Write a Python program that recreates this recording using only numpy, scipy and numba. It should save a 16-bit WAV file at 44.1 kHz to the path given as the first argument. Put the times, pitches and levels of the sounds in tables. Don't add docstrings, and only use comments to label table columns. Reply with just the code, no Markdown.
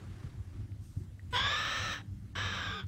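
import sys
import numpy as np
from scipy import signal
from scipy.fft import rfft, irfft, next_fast_len
from scipy.io import wavfile
from scipy.ndimage import uniform_filter1d, map_coordinates
from numba import njit

SR = 44100
rng = np.random.default_rng(int(sys.argv[2]) if len(sys.argv) > 2 else 0)


def rack_gain(trim_db):
    fader = np.asarray(trim_db, float)
    return 10 ** (fader / 20)


def int16_out(signal):
    q = np.round(np.clip(np.atleast_2d(signal).T, -1, 1) * 32767)
    wavfile.write(sys.argv[1], SR, q.astype(np.int16))


N = 126567


def unit(x):
    return x / np.sqrt(np.mean(x ** 2) + 1e-20)


def along(points, hz):
    f, v = np.transpose(points)
    return np.interp(np.log(hz + 1), np.log(f + 1), v)


def curves(rows):
    s, *cols = np.transpose(rows)
    return [np.interp(np.arange(N) / SR, s, c) for c in cols]


def during(rows):
    return (np.arange(N) > rows[0][0] * SR) & (np.arange(N) < rows[-1][0] * SR)


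def wobble(rate):
    knots = rng.standard_normal(int(N * rate / SR) + 4)
    return map_coordinates(knots, [np.arange(N) * rate / SR])


def filtered(x, response):
    m = next_fast_len(N + SR // 2)
    return irfft(rfft(x, m) * response(np.fft.rfftfreq(m, 1 / SR)), m)[..., :N]


def rush(spectrum, patchy_db):
    z = signal.stft(rng.standard_normal(N), nperseg=512)[2]
    field = uniform_filter1d(rng.standard_normal(z.shape), 6, 0)
    field = unit(uniform_filter1d(field, 8, 1))
    x = signal.istft(z * rack_gain(patchy_db * field), nperseg=512)[1][:N]
    lowest, highest = spectrum[0][0], spectrum[-1][0]
    return unit(filtered(x, lambda hz: rack_gain(along(spectrum, hz)) * (hz >= lowest) * (hz <= highest)))


@njit
def resonate(x, hz, width_hz, rate):
    y, r = np.zeros(len(x)), np.exp(-np.pi * width_hz / rate)
    for i in range(2, len(x)):
        push = (1 - r * r) / 2 * (x[i] - x[i - 2])
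        y[i] = push + 2 * r * np.cos(2 * np.pi * hz[i] / rate) * y[i - 1] - r * r * y[i - 2]
    return y


def ring(s, db, hz, t60, rise):
    t = np.clip(np.arange(N) / SR - s, 0, None)
    return rack_gain(db - 60 * t / t60) * np.sin(2 * np.pi * hz * t) * (1 - np.exp(-t / rise))


def hissing(rings, level):
    flow = sum(rack_gain(g) * resonate(rng.standard_normal(N), np.full(N, hz * 1.), float(w), SR)
               for hz, w, g in rings)
    return unit(flow) * rack_gain(curves(level)[0]) * during(level)


def syrinx(rate, rough, swing):
    # f/Hz, level/dB
    snap_tone = [(250, 9.5), (500, 10), (800, 8.5), (1200, 2), (2600, 1), (3200, 6), (4400, -10),
                 (16000, -15.5)]
    turns = np.cumsum(rate * np.exp(.55 * rough * wobble(700))) / SR
    at = np.interp(np.arange(1, int(turns[-1])), turns, np.arange(N))
    i = at.astype(int)
    scatter_db = 7 * rough[i] * rng.standard_normal(len(i))
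    beat_depth = .22 + .6 * np.clip(2 - 2 * rough[i] / .17, 0, 1)
    size = rack_gain(scatter_db) * (1 + beat_depth * swing[i])
    tap = i[:, None] + np.arange(-7, 9)
    late = tap - at[:, None]
    shape = np.sinc(late) * np.cos(np.pi * late / 16) ** 2
    snaps = np.bincount(np.clip(tap, 0, N - 1).ravel(), (size[:, None] * shape).ravel(), N)
    breath = .5 * rough * rng.standard_normal(N)
    return filtered(unit(snaps) + breath, lambda hz: rack_gain(along(snap_tone, hz)))


def throat_and_beak(source, db, rate, pipe, beak):
    # multiple of snap rate, width/Hz, level/dB
    chest = [(1, 230, -24)]
    # multiple of windpipe note, width/Hz, level/dB
    windpipe = [(1, 134, 7.5)]
    # multiple of beak note, width/Hz, level/dB
    beak_rings = [(1.005, 280, 3), (.955, 260, -4)]
    # multiple of beak note, width/Hz, level/dB
    edge = [(.655, 550, -0.5), (2.4, 1100, -17), (2.66, 800, -13)]
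    # f/Hz, width/Hz, level/dB
    skull = [(13800, 1800, -38)]
    # width/Hz, level/dB
    mouth = [(230, -8.5), (283, -14.5)]
    # t/s, palate f/Hz, tongue f/Hz, upper ring f/Hz, level above 10 kHz/dB
    gape = [(1.33, 2900, 3270, 6740, -9), (1.37, 3040, 3670, 6670, -11), (1.45, 3000, 3630, 6920, -12),
            (1.6, 3060, 3480, 7760, -1), (1.95, 3260, 3700, 8030, 2), (2.35, 3000, 3430, 7820, -3),
            (2.6, 3151, 3600, 7660, -3.5), (2.85, 3086, 3120, 6860, -3)]
    palate, tongue, upper, air_db = curves(gape)
    bright_db = .35 * (db + 35)
    top = SR / 2.2

    tract = [(k * rate, w, g) for k, w, g in chest]
    tract += [(k * pipe, w, g) for k, w, g in windpipe]
    tract += [(np.full(N, 1. * hz), w, g + air_db) for hz, w, g in skull]
    tract += [(hz, w, g) for hz, (w, g) in zip((palate, tongue), mouth)]
    voice = np.zeros(N)
    for hz, w, g in tract:
        voice += rack_gain(g + bright_db * (hz > 2500)) * resonate(source, np.minimum(hz, top), float(w), SR)

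    wide_db = .016 * np.clip(beak - 5720, 0, None)
    for k, w, g in beak_rings:
        voice -= rack_gain(g + bright_db / 2 + wide_db) * resonate(source, k * beak, float(w), SR)

    steep = [(k * beak, w, g + air_db * (k > 2)) for k, w, g in edge]
    steep.append((upper, 430, -3.5))
    for hz, w, g in steep:
        hz = np.minimum(hz, top)
        flicker_db = 1.5 * wobble(45) * (hz > beak)
        twice = resonate(resonate(source, hz, float(w), SR), hz, float(w), SR)
        voice += rack_gain(g + bright_db / 2 + flicker_db) * twice
    direct = filtered(source, lambda hz: 1 / (1 + (hz / 4000) ** 12))
    return voice + rack_gain(-9) * direct


def clear_tone(hz, rough, level_db, share):
    tone = np.cos(2 * np.pi * np.cumsum(hz * (1 + .06 * rough * wobble(150))) / SR)
    clean = np.clip(1 - 2.5 * rough, 0, 1)
    return rack_gain(level_db + 1.5 * wobble(40)) * clean * np.minimum(share, 2) * tone


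def rasp(call):
    # t/s, level/dB
    beat_level = [(1.33, -47), (1.38, -57), (1.42, -72), (1.85, -61), (1.96, -68), (2.0, -87), (2.35, -50),
                  (2.39, -64), (2.46, -66), (2.49, -55), (2.53, -66), (2.66, -68), (2.71, -55),
                  (2.81, -56.5), (2.84, -77)]
    db, rate, beat, pipe, beak, rough = curves(call)
    rough = np.clip(rough, 0, 1)
    swing = np.cos(2 * np.pi * np.cumsum(beat * (1 + rough ** 2 * 1.8 * wobble(150))) / SR)
    on = during(call)

    voice = throat_and_beak(syrinx(rate, rough, swing), db, rate, pipe, beak)
    voice = voice / np.sqrt(np.mean(voice[on] ** 2))
    voice += clear_tone(pipe, rough, 2, np.minimum(rough / .2, 1))
    voice += clear_tone(rate, rough, -3, np.maximum(1, 3.4 - rough / .07))
    power = np.abs(uniform_filter1d(voice ** 2, size=int(.012 * SR)) + 1e-9)
    voice = voice / power ** (.6 / 2)
    bulge = filtered(voice ** 2 * on, lambda hz: 1 / (1 + (600 / (hz + 1)) ** 4) / (1 + (hz / 4500) ** 6))
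    voice = voice + .09 * bulge

    low_beat = rack_gain(curves(beat_level)[0] + 2.5 * rough * wobble(40)) * swing
    return (voice * rack_gain(db + .5 * wobble(40.4)) + low_beat) * on


def beak_ticks():
    # t/s, peak level/dB, f/Hz, t60/s
    ticks = [(.3242, -58, 1700, .006), (.5072, -60, 1420, .006), (.7195, -38, 2200, .002),
             (1.1947, -43, 1900, .018), (2.004, -54, 800, .06), (2.8345, -52, 13200, .003),
             (2.8435, -60, 13500, .003), (2.8685, -30, 6000, .0006)]
    return sum(ring(s, db - 2, hz, t60, .0002) for s, db, hz, t60 in ticks)


def breaths():
    # t/s, level/dB
    inhale = [(.76, -94), (.84, -68.5), (.95, -72), (1.05, -75)]
    # f/Hz, width/Hz, level/dB
    nostril = [(5630, 2800, 4), (8600, 150, 11), (13100, 450, 1)]
    # t/s, level/dB
    burst = [(1.308, -63.5), (1.326, -59.5), (1.345, -51.5), (1.385, -56), (1.41, -70)]
    # f/Hz, width/Hz, level/dB
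    leak = [(1800, 1700, 6), (8050, 290, 7.5), (12000, 220, -9)]
    return hissing(nostril, inhale) + hissing(leak, burst)


def feathers():
    # t/s, level/dB
    rustle = [(0, -59), (.1, -60), (.25, -59), (.4, -66.5), (.62, -64.5), (.72, -93)]
    # f/Hz, level per Hz/dB
    feather_tone = [(210, -3), (350, 1.5), (429, -6.5), (548, -11.5), (1600, -11.5), (2720, -18),
                    (9000, -29.5), (11700, -39.5), (19800, -120)]
    level = rack_gain(curves(rustle)[0] + 1.5 * wobble(90))
    return rush(feather_tone, patchy_db=1.2) * level * during(rustle)


def bird():
    # t/s, level/dB, snap rate f/Hz, beat f/Hz, windpipe f/Hz, beak f/Hz, roughness 0-1
    first_call = [
        (1.3275, -48, 1030, 485, 1500, 5100, .06),
        (1.333, -39, 980, 490, 1470, 5150, .07),
        (1.362, -30, 985, 492, 1540, 5150, .17),
        (1.424, -33, 1110, 520, 1640, 5200, .2),
        (1.542, -33, 1210, 550, 1740, 5550, .2),
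        (1.808, -37, 1310, 560, 1810, 5920, .22),
        (1.932, -37, 1300, 560, 1780, 5860, .22),
        (1.975, -45, 1270, 540, 1750, 5850, .35),
        (2.018, -56, 900, 480, 1660, 5750, .4),
    ]
    second_call = [
        (2.3525, -46, 1100, 360, 1650, 5650, .3),
        (2.355, -40, 1120, 360, 1660, 5660, .3),
        (2.39, -36, 1160, 450, 1680, 5700, .32),
        (2.49, -38, 1220, 485, 1720, 5740, .2),
        (2.55, -38, 1220, 475, 1640, 5720, .32),
        (2.70, -40, 1180, 500, 1590, 5450, .25),
        (2.75, -41, 1250, 435, 1570, 5300, .14),
        (2.80, -42, 1200, 395, 1540, 5150, .14),
        (2.848, -62, 1100, 370, 1500, 5100, .4),
    ]
    return rasp(first_call) + rasp(second_call) + beak_ticks() + breaths() + feathers()


def room(x):
    # f/Hz, t60/s
    echo = [(300, .22), (2000, .22), (6000, .2), (10000, .1)]
    hz, t, z = signal.stft(rng.standard_normal(SR // 2), SR, nperseg=256)
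    fade = rack_gain(-60 * t / along(echo, hz)[:, None])
    tail = signal.istft(z * fade, SR, nperseg=256)[1]
    return signal.fftconvolve(np.pad(x, (200, 0)), tail / np.linalg.norm(tail))[:N]


def hand():
    # t/s, peak level/dB, f/Hz
    bumps = [(0.241, -18.5, 114), (0.397, -21.5, 74.6), (0.966, -14.5, 99.7), (1.329, -24.5, 103),
             (1.408, -22.5, 81), (2.836, -20.5, 95)]
    # t/s, level/dB
    grip = [(0.0, -40.5), (0.58, -43), (0.65, -37), (0.75, -44), (0.89, -40), (0.95, -50.5), (0.97, -33.5),
            (1.13, -45.5), (1.41, -39.5), (1.53, -45), (2.74, -40), (2.78, -50), (2.84, -40), (2.87, -40)]
    # f/Hz, level per Hz/dB
    rumble_tone = [(13, -12), (22, -4), (70, -4.5), (102, 4.5), (115, -5), (130, -8.5), (193, -14),
                   (369, -26), (520, -86), (680, -42), (1140, -120)]
    knocks = sum(ring(s, db - 4, hz, t60=.07, rise=.005) for s, db, hz in bumps)
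    rumble = unit(rush(rumble_tone, patchy_db=1.5) * rack_gain(1.5 * wobble(14)))
    return rumble * rack_gain(curves(grip)[0] - 1.5) + knocks


def air():
    # f/Hz, level/dB
    hiss_tone = [(240, -66), (400, -9), (706, -12.5), (917, -14.5), (2170, -17), (2310, -22.5),
                 (2730, -19.5), (8920, -25.5), (15800, -34)]
    # t/s, level/dB, f/Hz
    hum_course = [(1.8, -81, 96.3), (1.9, -57.5, 94.2), (2.2, -57.5, 100), (2.3, -63.5, 95),
                  (2.55, -53, 94.5), (2.87, -59, 95.4)]
    # multiple, level/dB
    overtones = [(1, 0), (2, 3), (3, -7)]
    db, hz = curves(hum_course)
    turn = 2 * np.pi * np.cumsum(hz * (1 + 0.0174 * wobble(18))) / SR
    hum = sum(rack_gain(g + 3.7 * wobble(12)) * np.sin(k * turn) for k, g in overtones)
    return rack_gain(-69.5) * rush(hiss_tone, patchy_db=1.8) + hum * rack_gain(db) * during(hum_course)


def scene():
    cockatoo = bird()
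    return (cockatoo + rack_gain(-18) * room(cockatoo) + hand() + air())[None]


def band_limit(x):
    return signal.sosfilt(signal.butter(12, 15900, fs=SR, output="sos"), x)


def record(dry):
    # from t/s, to t/s, from f/Hz, to f/Hz
    lost = [(1.445, 1.5, 8400, 11000), (2.385, 2.535, 8400, 11000), (1.36, 1.41, 8700, 9300),
            (1.6, 1.81, 8350, 8900), (1.85, 1.96, 8500, 8800), (2.6, 2.72, 7900, 8500),
            (2.78, 2.82, 7800, 8400), (2.42, 2.47, 14300, 15100), (2.335, 2.345, 7500, 15800),
            (2.336, 2.344, 1800, 5500), (1.35, 1.42, 9700, 10500), (1.49, 1.54, 8300, 9000),
            (2.37, 2.39, 10200, 11000), (1.67, 1.77, 13200, 13500), (2.819, 2.831, 9300, 15800)]
    low_cut = signal.butter(3, 42, "high", fs=SR, output="sos")
    mix = signal.sosfilt(low_cut, dry)
    t = np.arange(N) / SR
    for a, b, lo_hz, hi_hz in lost:
        off = uniform_filter1d(1. 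* (t > a) * (t < b), size=400)
        mix = mix - off * filtered(mix, lambda hz: (hz > lo_hz) & (hz < hi_hz))
    mix = filtered(mix, lambda hz: hz < 15800)
    return band_limit(mix)


dry = scene()
out = record(dry)
int16_out(out)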